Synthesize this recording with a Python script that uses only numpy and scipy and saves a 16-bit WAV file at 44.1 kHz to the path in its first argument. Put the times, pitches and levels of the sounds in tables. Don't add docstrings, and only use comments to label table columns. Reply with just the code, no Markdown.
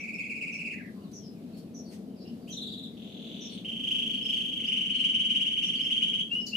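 import sys
import numpy as np
from scipy import signal
from scipy.fft import rfft, irfft
from scipy.io import wavfile
from scipy.ndimage import uniform_filter1d

SR = 44100
rng = np.random.default_rng(int(sys.argv[2]) if len(sys.argv) > 2 else 0)


def materialize(psi):
    bounded = np.clip(np.atleast_2d(psi).T, -1, 1)
    quanta = np.round(bounded * 32767).astype(np.int16)
    wavfile.write(sys.argv[1], SR, quanta)


N = 289296


def undb(db):
    return 10 ** (np.asarray(db) / 20)


def sides(pan_db):
    return undb(np.array([[pan_db], [-pan_db]]) / 2)


def add(track, s, sound):
    i = round(s * SR)
    a, b = max(i, 0), min(i + sound.shape[-1], track.shape[-1])
    track[..., a:b] += sound[..., a - i:b - i]


def curve(points):
    return np.interp(np.arange(N) / SR, *np.transpose(points))


def walk(rate):
    k = int(SR / rate)
    held = np.repeat(rng.standard_normal(200), k)[:N]
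    return 1.3 * uniform_filter1d(uniform_filter1d(held, k), k)


def flutter(parts):
    gain = np.ones(N)
    for db, top_hz in parts:
        low_pass = signal.butter(2, top_hz, fs=SR, output="sos")
        shake = signal.sosfilt(low_pass, rng.standard_normal(N))
        gain = gain + undb(db) * shake / np.std(shake)
    return gain


# frequency in Hz, left-right correlation.
LIKENESS = [(30, .7), (70, .88), (180, .98), (350, .92), (600, .8), (1000, .4), (2000, .1), (4000, .02)]
LEFT_LAG_MS = .2


def noise(spectrum, db):
    hz = np.arange(1, N // 2 + 2) * SR / N
    colour_hz, colour_db = np.transpose(spectrum)
    gain = undb(np.interp(np.log(hz), np.log(colour_hz), colour_db, -200, -200))
    like_hz, like = np.transpose(LIKENESS)
    like = np.clip(np.interp(np.log(hz), np.log(like_hz), like), 0, 1)
    mid, side = rfft(rng.standard_normal((2, N))) * gain * np.sqrt([1 + like, 1 - like])
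    lag = np.exp(-2j * np.pi * hz * LEFT_LAG_MS / 1000)
    out = irfft(np.array([(mid + side) * lag, mid - side]), N)
    return out * undb(db) / np.sqrt(np.mean(out.mean(axis=0) ** 2))


# frequency in Hz, relative density in dB per Hz.
HISS = [(700, 0.5), (1100, 6), (2000, 1), (4200, 2.5), (6500, -5), (10000, -4.5), (14000, -4.5),
        (15500, -19.5)]
HISS_DB = -68.5


def hiss():
    return noise(HISS, HISS_DB) * undb(0.6 * walk(10.0))


# time in seconds, level in dB before the waver.
RUMBLE = [(0, -75), (.6, -76), (.9, -81), (3.2, -79), (3.8, -72), (5.2, -75), (6.56, -74)]
# frequency in Hz, relative density in dB per Hz.
RUMBLE_COLOUR = [(15, -16), (30, 2), (50, 0), (70, -8), (100, -35)]
RUMBLE_WAVER_DB = 2


def rumble():
    level_db = curve(RUMBLE) + RUMBLE_WAVER_DB * walk(2.9)
    return noise(RUMBLE_COLOUR, 0) * sides(1.7) * undb(level_db)


# frequency in Hz, relative density in dB per Hz.
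HUM = [(45, -42), (65, -22.5), (100, -13.5), (140, -12), (180, -0.5), (224, 2.5), (374, -12.5), (432, -11),
       (550, -19), (654, -19), (856, -30.5), (1100, -41.5), (1430, -86), (2420, -120)]
# time in seconds, level in dB, relative level of its upper part in dB.
HUM_SWELL = [(0, -47.5, 2), (1, -42, -3.5), (2.2, -43, 2), (2.8, -41.5, -4.5), (3.2, -43, 1.5),
             (3.802, -42.5, -2.5), (5.702, -43, -4.5), (6.56, -44, -1.5)]
HUM_UPPER_HZ, HUM_PAN_DB = 330, 3


def hum():
    whole = noise(HUM, 0) * sides(HUM_PAN_DB)
    high_pass = signal.butter(2, HUM_UPPER_HZ, "high", fs=SR, output="sos")
    upper = signal.sosfiltfilt(high_pass, whole)
    times, level_db, upper_db = np.transpose(HUM_SWELL)
    upper_gain = undb(curve(np.transpose([times, upper_db])))
    return (whole - upper + upper * upper_gain) * undb(curve(np.transpose([times, level_db])))


# start in seconds, length in seconds, level in dB before the band filter, centre in Hz.
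RUSTLES = [(1.114, 0.0056, -47.5, 7000), (1.562, 0.033, -54, 9000), (1.9, 0.057, -48.5, 5230),
           (2.018, .0014, -66, 5000), (2.474, 0.026, -50.5, 8740), (6.456, 0.032, -48, 9000)]


def hops():
    out, air = np.zeros((2, N)), rng.standard_normal(N)
    for s, length, db, hz in RUSTLES:
        size = int(length * SR)
        burst = air[int(s * SR):][:size] * np.hanning(size) ** .5
        edges_hz = [hz / 3, min(1.4 * hz, .45 * SR)]
        band = signal.butter(1, edges_hz, "band", fs=SR, output="sos")
        add(out, s, undb(db) * signal.sosfilt(band, burst))
    return out


OVERTONE_JITTER_TIMES = 3.5


def glide(length, start_hz, end_hz, bend, attack, overtones_db, warble_hz=0., throat_hz=0.,
          throat_width_hz=np.inf, release=0.2, jitter=None):
    u = np.arange(int(length * SR)) / (length * SR)
    hz = end_hz + (start_hz - end_hz) * np.exp(-u / bend)
    hz = hz + warble_hz * np.sin(2 * np.pi * 90 * length * u)
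    jitter = 1 if jitter is None else jitter[:len(u)]
    phase = 2 * np.pi * np.cumsum(hz * jitter) / SR
    hoarse_phase = 2 * np.pi * np.cumsum(hz * jitter ** OVERTONE_JITTER_TIMES) / SR
    ramp = np.clip(np.minimum(u / attack, (1 - u) / release), 0, 1)
    swell = np.sin(np.pi / 2 * ramp) ** 2
    throat = 1 / np.sqrt(1 + ((hz - throat_hz) / throat_width_hz) ** 4)
    overtones = sum(undb(db) * np.sin(k * hoarse_phase) for k, db in enumerate(overtones_db, 2))
    return np.sqrt(2) * swell * (throat * np.sin(phase) + np.sqrt(throat) * overtones)


FLOCK_COUNT, FLOCK_DB, FLOCK_SPREAD_DB = 120, -78, 3
FLOCK_LOW_HZ, FLOCK_HIGH_HZ = 2540, 5160


def flock():
    when, length, pitch, fall, level, pan = rng.random((FLOCK_COUNT, 6)).T
    hz = FLOCK_LOW_HZ + (FLOCK_HIGH_HZ - FLOCK_LOW_HZ) * pitch
    level_db = FLOCK_DB + FLOCK_SPREAD_DB * (2 * level - 1)
    rows = [when * N / SR, 0.0684 + 0.032 * length, hz, hz * (1 - 0.46 * fall), level_db, 6 * pan - 1]
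    return np.transpose(rows).tolist()


# start in seconds, length in seconds, starting pitch in Hz, level in dB.
CHIRPS = [(-.02, 0.036, 6100, -50.5), (0.518, 0.049, 5890, -51.5), (1.127, 0.066, 6090, -49.5),
          (1.74, 0.065, 6080, -51), (2.498, 0.055, 6240, -47), (3.403, 0.075, 6050, -48.5),
          (5.617, 0.07, 6050, -47.5)]
CHIRP_FALL_HZ, CHIRP_PAN_DB = 537, 1
CHIRP_UPPER_HZ, CHIRP_UPPER_DB = 827, -10.5
# start in seconds, length in seconds, starting pitch in Hz,
# pitch it slides towards in Hz, level in dB, left minus right in dB.
PEEPS = [(0.136, 0.021, 5300, 5420, -57, 0), (0.22, 0.018, 2860, 3420, -58, 0),
         (0.948, 0.13, 1150, 1064, -65, -2), (1.033, 0.046, 4620, 3300, -65, -2),
         (1.229, 0.061, 5320, 4960, -57, 4), (1.2, 0.053, 3450, 3010, -67, 2),
         (2.156, 0.094, 5270, 3530, -64, 4), (1.504, 0.071, 2840, 2550, -71, 2),
         (2.404, 0.081, 4900, 4300, -71, -2), (4.338, 0.033, 4540, 4430, -57, 4),
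         (2.247, 0.063, 2804, 2900, -59.5, 0), (4.104, 0.081, 4370, 4400, -60, 2),
         (4.224, 0.1, 5350, 5250, -52, 2), (4.661, 0.023, 4340, 6350, -48, 2),
         (5.754, 0.038, 4590, 4480, -51, 2), (5.812, 0.046, 4960, 5720, -51.5, 2),
         (6.398, 0.037, 5290, 5220, -51, 1), (6.454, 0.048, 6900, 6990, -53, 3),
         (6.463, 0.008, 6870, 3400, -36.5, 0)]
# the columns of a peep, then the
# higher tone's distance above the lower in Hz and its relative level in dB.
TWO_TONE_CALLS = [(1.526, 0.089, 4430, 4360, -63.5, 4, 910, -9),
                  (1.848, 0.063, 4630, 4390, -57.5, 1, 4570, -12),
                  (3.489, 0.072, 4460, 4210, -54.5, 1, 4360, -6),
                  (2.197, 0.04, 4700, 4710, -63.5, 2, 600, 4),
                  (2.266, 0.02, 4740, 4570, -61.5, 2, 600, 3.5),
                  (2.657, 0.092, 4480, 4500, -61, 4, 652, -13),
                  (4.92, 0.13, 4340, 4110, -55, 0, 4120, -4.5),
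                  (6.465, 0.045, 4930, 4100, -45.5, 3, 587, -9)]
# share in dB, upper frequency in Hz.
FAR_FLUTTER = [(-20, 1500), (-7, 250)]


def neighbours():
    out = np.zeros((2, N))
    chirps = [(s, length, hz, hz - CHIRP_FALL_HZ, db, CHIRP_PAN_DB, CHIRP_UPPER_HZ, CHIRP_UPPER_DB)
              for s, length, hz, db in CHIRPS]
    for s, length, hz0, hz1, db, pan_db, *upper in chirps + TWO_TONE_CALLS + PEEPS + flock():
        call = glide(length, hz0, hz1, .6, 0.096, (), 120)
        if upper:
            above_hz, upper_db = upper
            higher_tone = glide(length, hz0 + above_hz, hz1 + above_hz, 0.62, 0.57, (), 160)
            call = call + undb(upper_db) * higher_tone
        add(out, s, undb(db) * sides(pan_db) * call)
    return out * flutter(FAR_FLUTTER)


# start in seconds, length in seconds, starting pitch in Hz, pitch it slides towards in Hz,
# glide time as a share of the length, level in dB before the fade, warble in Hz.
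SINGLE_NOTES = [(-.005, 0.018, 2540, 2310, 0.9, -32.5, 275), (0.712, 0.037, 2360, 1510, 0.92, -44, 120),
                (0.757, 0.068, 2464, 1330, 0.7, -45.5, 123), (0.807, 0.066, 2434, 1460, 0.78, -49, 120),
                (0.862, 0.04, 2193, 1392, 0.99, -52, 118), (0.91, 0.018, 2030, 1410, 0.81, -69, 62),
                (2.469, 0.0533, 1740, 3270, 0.16, -41.5, 85), (2.893, 0.027, 3720, 4060, 0.3, -76, 60),
                (6.296, 0.14, 2603, 2962, 0.24, -19.5, -12), (6.514, 0.16, 2475, 2988, 0.13, -17.5, 24)]
NOTE_FADE_DB_S = -100


def single_notes():
    out = np.zeros((2, N))
    for s, length, hz0, hz1, bend, db, warble_hz in SINGLE_NOTES:
        note = glide(length, hz0, hz1, bend, 0.27, (-38, -42), warble_hz)
        fading_db = db + NOTE_FADE_DB_S * np.arange(len(note)) / SR
        add(out, s, undb(fading_db) * sides(1.0) * note)
    return out


def syllable_times(first_s, last_s, first_ms, last_ms, count):
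    u = np.linspace(0, 1, count)
    tempo_bend = (count - 1) / 1000 * (first_ms * u * (1 - u) ** 2 - last_ms * u ** 2 * (1 - u))
    return first_s + (last_s - first_s) * u ** 2 * (3 - 2 * u) + tempo_bend


# first syllable in seconds, last syllable in seconds,
# first period in ms, last period in ms.
TEMPO = [(0.024, 0.703, 49.4, 59.7), (2.52, 2.825, 44, 59), (2.97, 3.575, 25, 27),
         (3.646, 4.562, 37.77, 39.59), (4.6002, 6.1863, 37.9, 55.9)]
SYLLABLE_COUNTS = [13, 7, 25, 25, 32]
# starting pitch in Hz, pitch it slides towards in Hz, glide time as a
# share of the syllable, sung share of the period, attack share, release share, throat resonance in Hz,
# throat width in Hz, 2nd, 3rd and 4th harmonic in dB, left minus right in dB, extra level of every
# second syllable in dB, pitch rise over the trill in percent.
PHRASES = [(2965, 1850, .62, .66, 0.3, 0.41, 2675, 323, -27.5, -29, -35.5, 0, 1.5, 5),
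           (4214, 2300, 1.1, 0.76, 0.15, 0.39, 3800, 330, -25, -27.5, -49, 2.5, 0.5, -1),
           (2470, 5240, 1.37, 0.18, 0.14, 0.2, 3380, 580, -24.5, -47, -52, 2, -1, 1.5),
           (2740, 3380, 0.478, 0.499, 0.065, 0.31, 3010, 280, -30, -35, -40, 1, 0.5, 1.5),
           (2751, 3340, 0.553, 0.519, 0.057, 0.27, 2640, 660, -30.5, -35, -49, 0.5, -0.5, 2.5)]
# lead in seconds (negative is later), length in
# seconds, starting pitch in Hz, pitch it slides towards in Hz, level relative to the syllable in dB,
# its overtones in dB.
GRACE = [(-.03, 0.014, 2230, 1960, -20.5, -15), (-.022, 0.016, 3320, 2330, -21, -32),
         (-.002, 0.019, 6070, 6550, -23, -40), (.007, .010, 2230, 3130, -20, -15),
         (.008, 0.0091, 2018, 3090, -16.5, -22)]
# time in seconds, syllable level in dB before alternation and scatter.
EFFORT = [(0, -32), (.3, -29.5), (.65, -29.5), (.7, -33.5), (2.52, -39.5), (2.57, -33.5), (2.83, -41),
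          (2.97, -50.5), (3.05, -46.5), (3.4, -41.5), (3.58, -42.5), (3.64, -33.5), (3.8, -31.5),
          (3.91, -24), (3.97, -27.5), (4.14, -27.5), (4.19, -32), (4.31, -24.5), (4.41, -29), (4.56, -31),
          (4.6, -28), (4.72, -24), (4.87, -25.5), (5.0, -22), (5.12, -24), (5.35, -22), (5.6, -23.5),
          (5.95, -22.5), (6.19, -24)]
TIMING_SCATTER_MS, LEVEL_SCATTER_DB = .7, 1.2
PITCH_JITTER_PERCENT, PITCH_JITTER_TOP_HZ = .8, 600


def trills():
    out = np.zeros((2, N))
    unsteady = flutter([(20 * np.log10(PITCH_JITTER_PERCENT / 100), PITCH_JITTER_TOP_HZ)])
    for tempo, count, phrase, grace in zip(TEMPO, SYLLABLE_COUNTS, PHRASES, GRACE):
        hz0, hz1, bend, share, attack, release, throat_hz, width_hz, *rest = phrase
        *overtones_db, pan_db, second_db, rise = rest
        lead_s, *grace_glide, grace_db, grace_overtones_db = grace
        starts = syllable_times(*tempo, count)
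        periods = np.gradient(starts)
        chance = rng.standard_normal((count, 4))
        levels_db = np.interp(starts, *np.transpose(EFFORT)) + second_db * (np.arange(count) % 2)
        levels_db = levels_db + LEVEL_SCATTER_DB * chance[:, 2]
        pitches = 1 + rise / 100 * np.linspace(-.5, .5, count)
        for s, period, db, pitch, (a, b, _, late) in zip(starts, periods, levels_db, pitches, chance):
            jitter = unsteady[int(s * SR):]
            note = glide(share * period, (pitch + 0.012 * a) * hz0, (pitch + 0.008 * b) * hz1, bend, attack,
                         overtones_db, 0, pitch * throat_hz, width_hz, release, jitter)
            note = note / np.sqrt(share)
            side_note = glide(*grace_glide, 0.97, 0.084, [grace_overtones_db] * 2, jitter=jitter)
            add(out, s - lead_s, undb(db + grace_db) * sides(pan_db) * side_note)
            add(out, s + late * TIMING_SCATTER_MS / 1000, undb(db) * sides(pan_db) * note)
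    return out


# share in dB, upper frequency in Hz.
SINGER_FLUTTER = [(-33, 6500), (-32, 2800), (-24, 300)]
BEAK_LOW_HZ = 1370


def singer():
    song = (trills() + single_notes()) * flutter(SINGER_FLUTTER)
    beak = signal.butter(2, BEAK_LOW_HZ, "high", fs=SR, output="sos")
    return signal.sosfilt(beak, song)


ROOM_T60_S, ROOM_BUILD_S = 0.3, 0.0036
TAIL_DRIFT_RAD = .7


def room(x, tail_db, echoes, facing=1):
    t = np.arange(SR // 2) / SR
    envelope = undb(-60 * t / ROOM_T60_S) * np.clip(t / ROOM_BUILD_S, 0, 1)
    tails = rng.standard_normal((2, 2, len(t))) * envelope
    tails *= undb(tail_db) / np.sqrt(np.sum(tails ** 2, axis=2, keepdims=True))
    early = np.zeros((2, len(t)))
    early[:, 0] = 1
    for ear, taps in zip(early, echoes):
        for ms, db in taps:
            add(ear, 0, undb(db) * np.sinc((t - ms / 1000) * SR))
    drift = TAIL_DRIFT_RAD * walk(4)
    paths = [(x * facing, early), (x * np.cos(drift), tails[0]), (x * np.sin(drift), tails[1])]
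    heard = sum(signal.fftconvolve(sound, response, axes=1)[:, :N] for sound, response in paths)
    energy = np.sum(early ** 2, axis=1, keepdims=True) + undb(2 * tail_db)
    return heard / np.sqrt(energy)


# delay in ms, level relative to the direct sound in dB.
ECHOES = [
    [(1.82, -9), (3.16, -6), (6.1, -3), (10.3, -8), (13.5, -12), (17.56, -12)],
    [(2.3, -10), (4.42, -8), (6.9, -4), (11.5, -9), (15.48, -11), (20.5, -11)],
]
# delay in ms, level relative to the direct sound in dB.
FAR_ECHOES = [
    [(5.2, -10), (9.7, -0.5), (16.1, -17)],
    [(3.9, 5.5), (12.3, -14), (20.4, 3)],
]
# time in seconds, gain of the direct sound and first echoes in dB.
FACING = [(0, -4.5), (.7, -5.5), (.76, 4.5), (2.5, -4.5), (3.0, -6.5), (3.6, -3.5), (3.9, -2), (6.56, -4.5)]
ROOM_DB, FAR_ROOM_DB = 2, 6


def scene():
    background = hum() + rumble() + hiss()
    far_birds = room(neighbours() + hops(), FAR_ROOM_DB, FAR_ECHOES)
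    canary = room(singer(), ROOM_DB, ECHOES, undb(curve(FACING)))
    return background + far_birds + canary


GAIN_KNEE_DB, GAIN_RATIO, GAIN_TIME_S = -29.5, 1.3, 0.63
TOP_HZ = 14900


def record(dry):
    loudness = np.sqrt(uniform_filter1d(np.mean(dry ** 2, axis=0), int(GAIN_TIME_S * SR)))
    gain = np.minimum(undb(GAIN_KNEE_DB) / loudness, 1) ** (1 - 1 / GAIN_RATIO)
    low_pass = signal.ellip(10, .2, 80, TOP_HZ, fs=SR, output="sos")
    return signal.sosfilt(low_pass, dry * gain)


dry = scene()
out = record(dry)
materialize(out)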